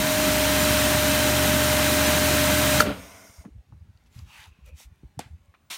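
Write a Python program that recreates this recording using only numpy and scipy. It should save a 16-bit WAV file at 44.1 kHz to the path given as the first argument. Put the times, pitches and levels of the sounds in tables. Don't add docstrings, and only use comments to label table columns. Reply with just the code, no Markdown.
import sys
import numpy as np
from scipy import signal
from scipy.fft import rfft, irfft, next_fast_len
from scipy.io import wavfile
from scipy.ndimage import uniform_filter1d, map_coordinates

SR = 44100
rng = np.random.default_rng(int(sys.argv[2]) if len(sys.argv) > 2 else 0)


def boost(x):
    u = np.asarray(x, float) / 20
    return 10 ** u


def persist_wave(psi):
    counts = np.round(np.clip(psi, -1, 1) * 32767).astype(np.int16)
    wavfile.write(sys.argv[1], SR, np.atleast_2d(counts).T)


N = 254456

SHUT_S, STOP_S, EMPTY_S, AGAIN_S = 2.813, 2.914, 3.415, 5.7


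def unit(x):
    return x / np.sqrt(np.mean(x ** 2) + 1e-20)


def along(points, hz):
    f, v = np.transpose(points)
    return np.interp(np.log(hz + 1), np.log(f + 1), v)


def wobble(rate):
    knots = rng.standard_normal(int(N * rate / SR) + 4)
    return map_coordinates(knots, [np.arange(N) * rate / SR])


def filtered(x, response):
    m = next_fast_len(N + 8192)
    return irfft(rfft(x, m) * response(np.fft.rfftfreq(m, 1 / SR)), m)[:N]


def rush(spectrum, patchy_db, grain_db, comb_db=1.68):
    grains = rng.standard_normal(N) * boost(grain_db * wobble(1500))
    z = signal.stft(grains, nperseg=1024)[2]
    patches = uniform_filter1d(rng.standard_normal(z.shape), 4, 0)
    patches = unit(uniform_filter1d(patches, 10, 1))
    comb = rng.standard_normal(len(z))[:, None]
    x = signal.istft(z * boost(patchy_db * patches + comb_db * comb), nperseg=1024)[1][:N]
    return unit(filtered(x, lambda hz: boost(along(spectrum, hz))))


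def resonant(modes):
    def shape(f):
        return sum(boost(db) * (f * w) ** 2 / ((c * c - f * f) ** 2 + (f * w) ** 2) for c, w, db in modes)
    return unit(filtered(rng.standard_normal(N), shape))


def since(s):
    return np.maximum(np.arange(N) / SR - s, 0)


def ends(s, t60):
    return boost(-60 * since(s) / t60)


def trickle(db, db_per_s):
    return (since(SHUT_S) > 0) * boost(db + db_per_s * since(SHUT_S)) * ends(EMPTY_S, 0.28)


def shut_fade():
    return np.clip(since(SHUT_S) / 0.053, 0, 1)


def coasting():
    return shut_fade() * ends(STOP_S, 0.11)


def dryness():
    return np.clip(since(2.88) / 0.36, 0, 1)


def flow_level():
    return -2.5 * np.exp(-since(0) / 0.25) + 0.26 * wobble(9)


def shaft_turns():
    order_13_hz = 611.2 + 13.05 * np.exp(-since(0) / 0.3285)
    order_13_hz = order_13_hz - 16 * (1 - np.exp(-since(SHUT_S) / 0.04))
    return 2 * np.pi * np.cumsum(order_13_hz / 13) / SR


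# multiple of the shaft speed, level/dB against the 13th, phase wander/rad
PUMP_ORDERS = [(3.01, -15, 0.39), (4.014, -12, .9), (4.98, -12, 1), (6.008, -3.5, 0.75),
               (10.97, -22.5, 0.64), (12.01, -16.5, .3), (12.94, 1, 0.11), (17.07, -19, .4),
               (20.16, -20, 1), (24, -21, 0.19), (29.45, -22, .8)]


def pump_whine(shaft):
    level_db = -28 - 3 * np.exp(-since(0) / 0.074) - 105 * since(SHUT_S)
    orders = sum(boost(db + 0.25 * wobble(14)) * np.sin(multiple * shaft + wander * wobble(15))
                 for multiple, db, wander in PUMP_ORDERS)
    mains_hum = boost(-16 + 2.5 * wobble(23)) * np.sin(2 * np.pi * 100.5 * since(0))
    return np.sqrt(2) * boost(level_db) * ends(STOP_S, 0.11) * (orders + mains_hum)


def hose_throb(shaft):
    t = since(0)
    throb = 2 * np.pi * np.cumsum(58 + 19 * (1 - np.exp(-t / 0.65))) / SR
    slack_db = -27.5 * np.exp(-t / 0.12)
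    level = boost(-33.5 + 1.1 * t + slack_db + 0.4 * wobble(4.8)) * ends(SHUT_S, 0.08)
    plain = np.sin(throb + 0.2 * wobble(11))
    with_shaft = boost(-4 + 0.9 * wobble(3.3)) * np.sin(throb + shaft + 0.66 * wobble(11))
    return np.sqrt(2) * level * (plain + with_shaft)


# f/Hz, level/dB per Hz
HISS_COLOUR = [(1760, -23), (3000, -10), (3970, -6.5), (4970, -4.5), (5710, 0), (7720, -3.5), (9010, -1.5),
               (10500, -7), (11300, -4.5), (14200, -5), (15100, -4), (16000, -14)]


def jet_hiss(flow_db):
    jet = rush(HISS_COLOUR, patchy_db=0.45, grain_db=1.0)
    thin = rush(HISS_COLOUR, patchy_db=3.5, grain_db=1.0)
    dull = filtered(thin, lambda hz: 1 / (1 + (hz / 12500) ** 4))
    thin = dull + np.exp(-since(SHUT_S) / 0.4) * (thin - dull)
    mist = boost(-12.5) * shut_fade() * ends(SHUT_S, 0.39)
    return boost(-27 + flow_db) * (ends(SHUT_S, 0.11) + mist) * jet + trickle(-48.5, -15.5) * thin


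# f/Hz, level/dB per Hz
SPLASH_COLOUR = [(220, -46.5), (380, -12), (456, -21.5), (548, -15), (604, -11.5), (673, -10),
                 (1310, -12.5), (1530, -10.5), (3990, -15.5), (5000, -23), (6500, -49), (11000, -120)]
# f/Hz, level/dB per Hz
DRIBBLE_COLOUR = [(260, -38.5), (450, -11.5), (603, -6), (832, -15.5), (1420, -11.5), (1570, -17),
                  (2700, -16), (5000, -27.5), (6500, -60), (11000, -120)]


def splash(flow_db):
    shut = shut_fade()
    water = (1 - shut) * rush(SPLASH_COLOUR, patchy_db=0.45, grain_db=1.0)
    water = water + shut * rush(DRIBBLE_COLOUR, patchy_db=1.5, grain_db=0.5)
    level = boost(-25 + 1.2 * flow_db) * ends(SHUT_S, 0.14)
    level = level + boost(-38) * coasting() + trickle(-38, -39.5)
    return level * water


# f/Hz, level/dB per Hz
RUMBLE_COLOUR = [(35, -29.5), (60, -12), (92, -5.5), (166, -4.5), (233, -2.5), (281, -2), (302, -5.5),
                 (330, -3.5), (454, -18), (500, -13), (650, -37), (1100, -120)]
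# f/Hz, level/dB per Hz
COAST_COLOUR = [(26, -41), (45, -9.5), (102, -3.5), (151, -14.5), (194, 5), (242, -9.5), (282, 0.5),
                (344, -22), (401, -8.5), (500, -14.5), (650, -40.5), (1100, -120)]


def rumble(flow_db):
    shut = shut_fade()
    shake = (1 - shut) * rush(RUMBLE_COLOUR, patchy_db=2.5, grain_db=2.8)
    shake = shake + shut * rush(COAST_COLOUR, patchy_db=-2.5, grain_db=5.0)
    level = boost(-30 + 1.8 * flow_db) * (1 - shut)
    level = level + boost(-31.5) * coasting() + trickle(-33, -61.5)
    return boost(0.53 * wobble(25)) * level * shake


# f/Hz, level/dB per Hz
YARD_COLOUR = [(60, -42), (150, -19), (280, -21), (460, -27.5), (800, -25.5), (1400, -30.5), (2200, -31),
               (4000, -36.5), (9000, -43), (13000, -46.5), (16000, -45.5)]


def yard_air():
    return boost(-69 + 0.8 * wobble(2.6)) * rush(YARD_COLOUR, patchy_db=2.0, grain_db=0.5)


# centre t/s, peak level/dB, f/Hz, length/cycles
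HAND_BUMPS = [(.015, -32, 58, 3), (3.302, -46, 90, 2.2), (3.398, -36.8, 70.3, 3), (3.462, -35, 201, 4),
              (3.527, -44, 59, 3.5), (3.562, -38.5, 97, 4.06), (3.592, -40, 62, 4.14),
              (3.731, -40.2, 112, 3.8), (3.778, -44.5, 77, 3.5), (3.822, -38.5, 80, 3.9),
              (3.899, -44, 92, 5), (3.959, -47.5, 89.5, 3.1), (4.166, -35, 95, 1.6),
              (4.192, -37.5, 108.6, 5), (4.23, -36.5, 81, 4.5), (4.396, -48.8, 72, 2.5),
              (4.485, -44, 85, 4), (4.519, -46, 64.4, 2.8), (4.591, -46, 137, 1.35),
              (4.645, -43.5, 66, 6.1), (4.684, -42, 61, 3.3), (4.742, -37, 72.4, 5), (4.873, -41, 58, 3.9),
              (4.924, -45, 81, 2.3), (5.057, -38, 61, 3), (5.182, -32, 125, 2.9), (5.267, -40, 106, 2.4),
              (5.315, -38, 82, 2.4), (5.344, -36.5, 78.3, 5.2), (5.496, -48.5, 82, 4.4)]


def camera_bumps():
    out = np.zeros(N + 2 * SR)
    for (s, db, hz, cycles), start in zip(HAND_BUMPS, rng.random(len(HAND_BUMPS))):
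        t = np.arange(int(SR * cycles / hz)) / SR
        turns = hz * t + start
        shake = np.sin(2 * np.pi * turns)
        shake = shake + 0.14 * np.sin(2 * np.pi * 2.11 * turns)
        first = SR + round(s * SR - len(t) / 2)
        out[first:][:len(t)] += boost(db) * shake * np.hanning(len(t))
    return out[SR:][:N]


# t/s, peak level/dB, f/Hz, t60/s
TRIGGER_RINGS = [
    (2.8012, -8, 1700, .016),
    (2.8046, -0.5, 1400, .02),
    (2.8048, -9, 4500, .016),
    (2.8076, -5, 1300, .012),
    (2.8048, -14, 463, .025),
    (2.8216, -12, 1400, .014),
]


def trigger_snap():
    out, t = np.zeros(N + SR), np.arange(SR // 4) / SR
    rise = 1 - np.exp(-t / 0.0003)
    for s, db, hz, t60 in TRIGGER_RINGS:
        out[round(s * SR):][:len(t)] += boost(db - 60 * t / t60) * rise * np.sin(2 * np.pi * hz * t)
    return out[:N]


# f/Hz, t60/s
WALL_DECAY = [(200, 0.38), (2000, .25), (12000, 0.37)]


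def walls(x):
    hz, t, z = signal.stft(rng.standard_normal(SR // 3), SR, nperseg=256)
    decay = boost(-60 * t / along(WALL_DECAY, hz)[:, None])
    tail = signal.istft(z * decay, SR, nperseg=256)[1]
    return signal.fftconvolve(np.pad(x, (200, 0)), tail / np.linalg.norm(tail))[:N]


def puffs(rows):
    out, t = np.zeros(N + SR), np.arange(SR // 4) / SR
    for s, db, hz, sharp, t60 in rows:
        band = signal.iirpeak(hz, sharp, SR)
        once = signal.lfilter(*band, rng.standard_normal(len(t)))
        puff = unit(signal.lfilter(*band, once))
        rise = 1 - np.exp(-t * hz / 0.51)
        out[round(s * SR):][:len(t)] += boost(db - 60 * t / t60) * rise * puff
    return out[:N]


# t/s, peak level/dB, f/Hz
GRIT_TICKS = [(2.8064, -12.5, 6010), (3.7225, -53, 1000), (3.974, -58, 3810), (4.038, -66, 6450),
              (4.062, -61, 3500), (4.191, -46, 4480), (4.44, -45, 3500), (4.661, -53, 10640),
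              (4.958, -67, 13530), (5.45, -69, 8000), (5.458, -67, 7200)]


def ticks():
    return puffs([(*row, 1.2, 0.014) for row in GRIT_TICKS])


# t/s, level/dB
GRIP_LEVEL = [(2.93, -53), (3.05, -54), (3.2, -73), (3.62, -57), (3.85, -53), (4.1, -61.5), (4.7, -60.5),
              (5.2, -50), (5.56, -68)]


def grip_tremor():
    s, db = np.transpose(GRIP_LEVEL)
    level_db = np.interp(np.arange(N) / SR, s, db) - 6 + 5.5 * wobble(15)
    return (since(SHUT_S) > 0) * boost(level_db) * resonant([(69.6, 74, 8.5), (150, 82, -13.0)])


# f/Hz, width/Hz, level/dB
LANCE_TUBE = [(656, 100, 7.5), (1050, 260, -1.5), (1480, 120, 1), (2140, 300, 2), (3620, 260, -12.5)]
# f/Hz, width/Hz, level/dB
NOZZLE_END = [(5000, 330, -4), (5600, 410, 1), (6330, 260, 0.5), (6860, 300, -3), (7520, 250, -9.5),
              (8770, 400, -5), (9400, 290, -2), (11400, 500, -9.5), (12370, 590, -10.5),
              (13300, 600, -16.5), (15040, 1500, -14)]


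def lance_breath():
    tube = trickle(-34, -49.5) * boost(1.5 * wobble(27)) * resonant(LANCE_TUBE)
    nozzle = trickle(-42.5, -32) * boost(1.0 * wobble(30)) * resonant(NOZZLE_END)
    return dryness() * (tube + nozzle)


# t/s, peak level/dB, f/Hz
LANCE_TAPS = [(2.902, -33, 600), (2.898, -30, 190), (3.439, -47, 650), (3.449, -51, 905),
              (3.452, -53.5, 1600), (3.447, -34, 150), (3.45, -45, 330), (3.474, -38, 220),
              (3.723, -58, 990), (3.722, -50.5, 189), (4.19, -59, 1050), (4.8, -53, 680),
              (5.032, -37.5, 170), (5.539, -49, 1169), (5.539, -60, 1900), (5.546, -55, 2100),
              (5.701, -44, 150)]


def taps():
    return puffs([(*row, 1.8, 0.065) for row in LANCE_TAPS])


# f/Hz, level/dB per Hz
SCUFF_COLOUR = [(290, -50), (500, -22.5), (637, -12), (840, -3.5), (1280, -3), (1590, -3.5), (1990, -8.5),
                (2680, -1), (4450, -11), (7000, -32), (9100, -46), (15400, -120)]
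# f/Hz, level/dB per Hz
SWISH_COLOUR = [(1180, -37), (2000, -2.5), (3200, -10.5), (3460, -1.5), (5070, -7.5), (5780, -3),
                (15100, -13.5), (16000, -14.5)]
# centre t/s, length/s, scuff level/dB, swish level/dB
RUB_STROKES = [
    (4.07, 0.023, -70, -73),
    (4.18, 0.11, -63.5, -60.5),
    (4.32, 0.12, -58, -61.5),
    (4.415, .13, -52.5, -57),
    (4.567, .16, -72.5, -88),
    (4.678, 0.054, -65, -62.5),
    (4.81, .085, -60, -51.5),
]


def shoes_and_sleeve():
    def swell(s, length):
        return boost(-9.5 * np.abs(2 * (since(0) - s) / length) ** 2.4)
    scuff_gain = sum(boost(db) * swell(s, length) for s, length, db, _ in RUB_STROKES)
    swish_gain = sum(boost(db) * swell(s, length) for s, length, _, db in RUB_STROKES)
    scuff = scuff_gain * rush(SCUFF_COLOUR, patchy_db=2.0, grain_db=1.5)
    return scuff + swish_gain * rush(SWISH_COLOUR, patchy_db=2.5, grain_db=2.5)


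# start t/s, end t/s, f/Hz, width/Hz, level/dB
HOSE_DRAGS = [
    (4.264, 4.44, 2600, 500, -55),
    (4.32, 4.479, 1940, 1002, -53.5),
    (4.41, 4.489, 860, 200, -60),
    (4.46, 4.62, 2550, 299, -70),
    (4.595, 4.8, 2500, 301, -65),
    (4.64, 4.74, 530, 90, -61),
]


def hose_drag():
    def stroke(a, b):
        return np.sin(np.pi * np.clip((since(0) - a) / (b - a), 0, 1))
    return sum(boost(db) * stroke(a, b) * resonant([(hz, width, 0)]) for a, b, hz, width, db in HOSE_DRAGS)


# peak level/dB, f/Hz, sharpness, t60/s
CLACK_BANDS = [(-26.5, 670, 0.97, 0.023), (-31, 230, 0.63, 0.059), (-29.5, 5990, 0.99, .018),
               (-42.5, 1770, .7, 0.22), (-53, 7220, .67, .12)]


def lance_clack():
    hit_s = 5.192
    hit = [(hit_s, *row) for row in CLACK_BANDS]
    bounces = [(hit_s + delay, db, 2744, 0.45, 0.018) for delay, db in [(0.01, -37), (0.017, -43.5)]]
    return puffs(hit + bounces)


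# f/Hz, level/dB per Hz
NEW_SPRAY_COLOUR = [(180, -40), (300, -15.5), (502, -23), (688, -8), (882, -9), (1040, -3), (1710, -9),
                    (1830, -6), (3320, -1.5), (4120, -3), (4950, -8.5), (6140, -7), (15800, -17.5)]


def new_burst():
    t = since(AGAIN_S)
    level = (1 - np.exp(-t / 0.003)) * boost(-34 - 61.5 * t) * ends(AGAIN_S + 0.05, 0.2)
    return level * rush(NEW_SPRAY_COLOUR, patchy_db=1.0, grain_db=1.0)


def scene():
    shaft, flow_db = shaft_turns(), flow_level()
    machine = pump_whine(shaft) + hose_throb(shaft)
    water = (1 - 0.33 * dryness()) * (jet_hiss(flow_db) + splash(flow_db)) + rumble(flow_db)
    camera = camera_bumps() + grip_tremor()
    camera = filtered(camera, lambda f: f ** 4 / (f ** 4 + 22.0 ** 4))
    hits = trigger_snap() + ticks() + taps() + lance_clack()
    rubbing = shoes_and_sleeve() + hose_drag()
    mono = machine + water + yard_air() + camera + hits + boost(-17.0) * walls(hits)
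    mono = mono + lance_breath() + rubbing + new_burst()
    return np.array([mono, mono])


def band_limit(x):
    return signal.sosfilt(signal.butter(12, 17000, fs=SR, output="sos"), x)


WIDE_MOMENTS = [.12, .3, .61, .63, .75, .79, .86, 1.58, 1.93, 2.07]


def record(dry):
    clipped = dry[0] / (1 + np.abs(dry[0] / 0.7) ** 8) ** (1 / 8)
    mono = filtered(clipped, lambda hz: hz < 15830)
    other = np.roll(mono, 5000)
    t = np.arange(N) / SR
    side = np.zeros(N)
    for s in WIDE_MOMENTS:
        low = rng.uniform(4100, 14000, (2, 1))
        bands = filtered(other, lambda hz: ((hz > low) & (hz < low + 1900)).any(axis=0))
        side += np.cos(np.pi / 2 * np.clip((t - s) * SR / 1024, -1, 1)) * bands
    side *= boost(-5.5)
    return band_limit(np.array([mono + side, mono - side]))


dry = scene()
out = record(dry)
persist_wave(out)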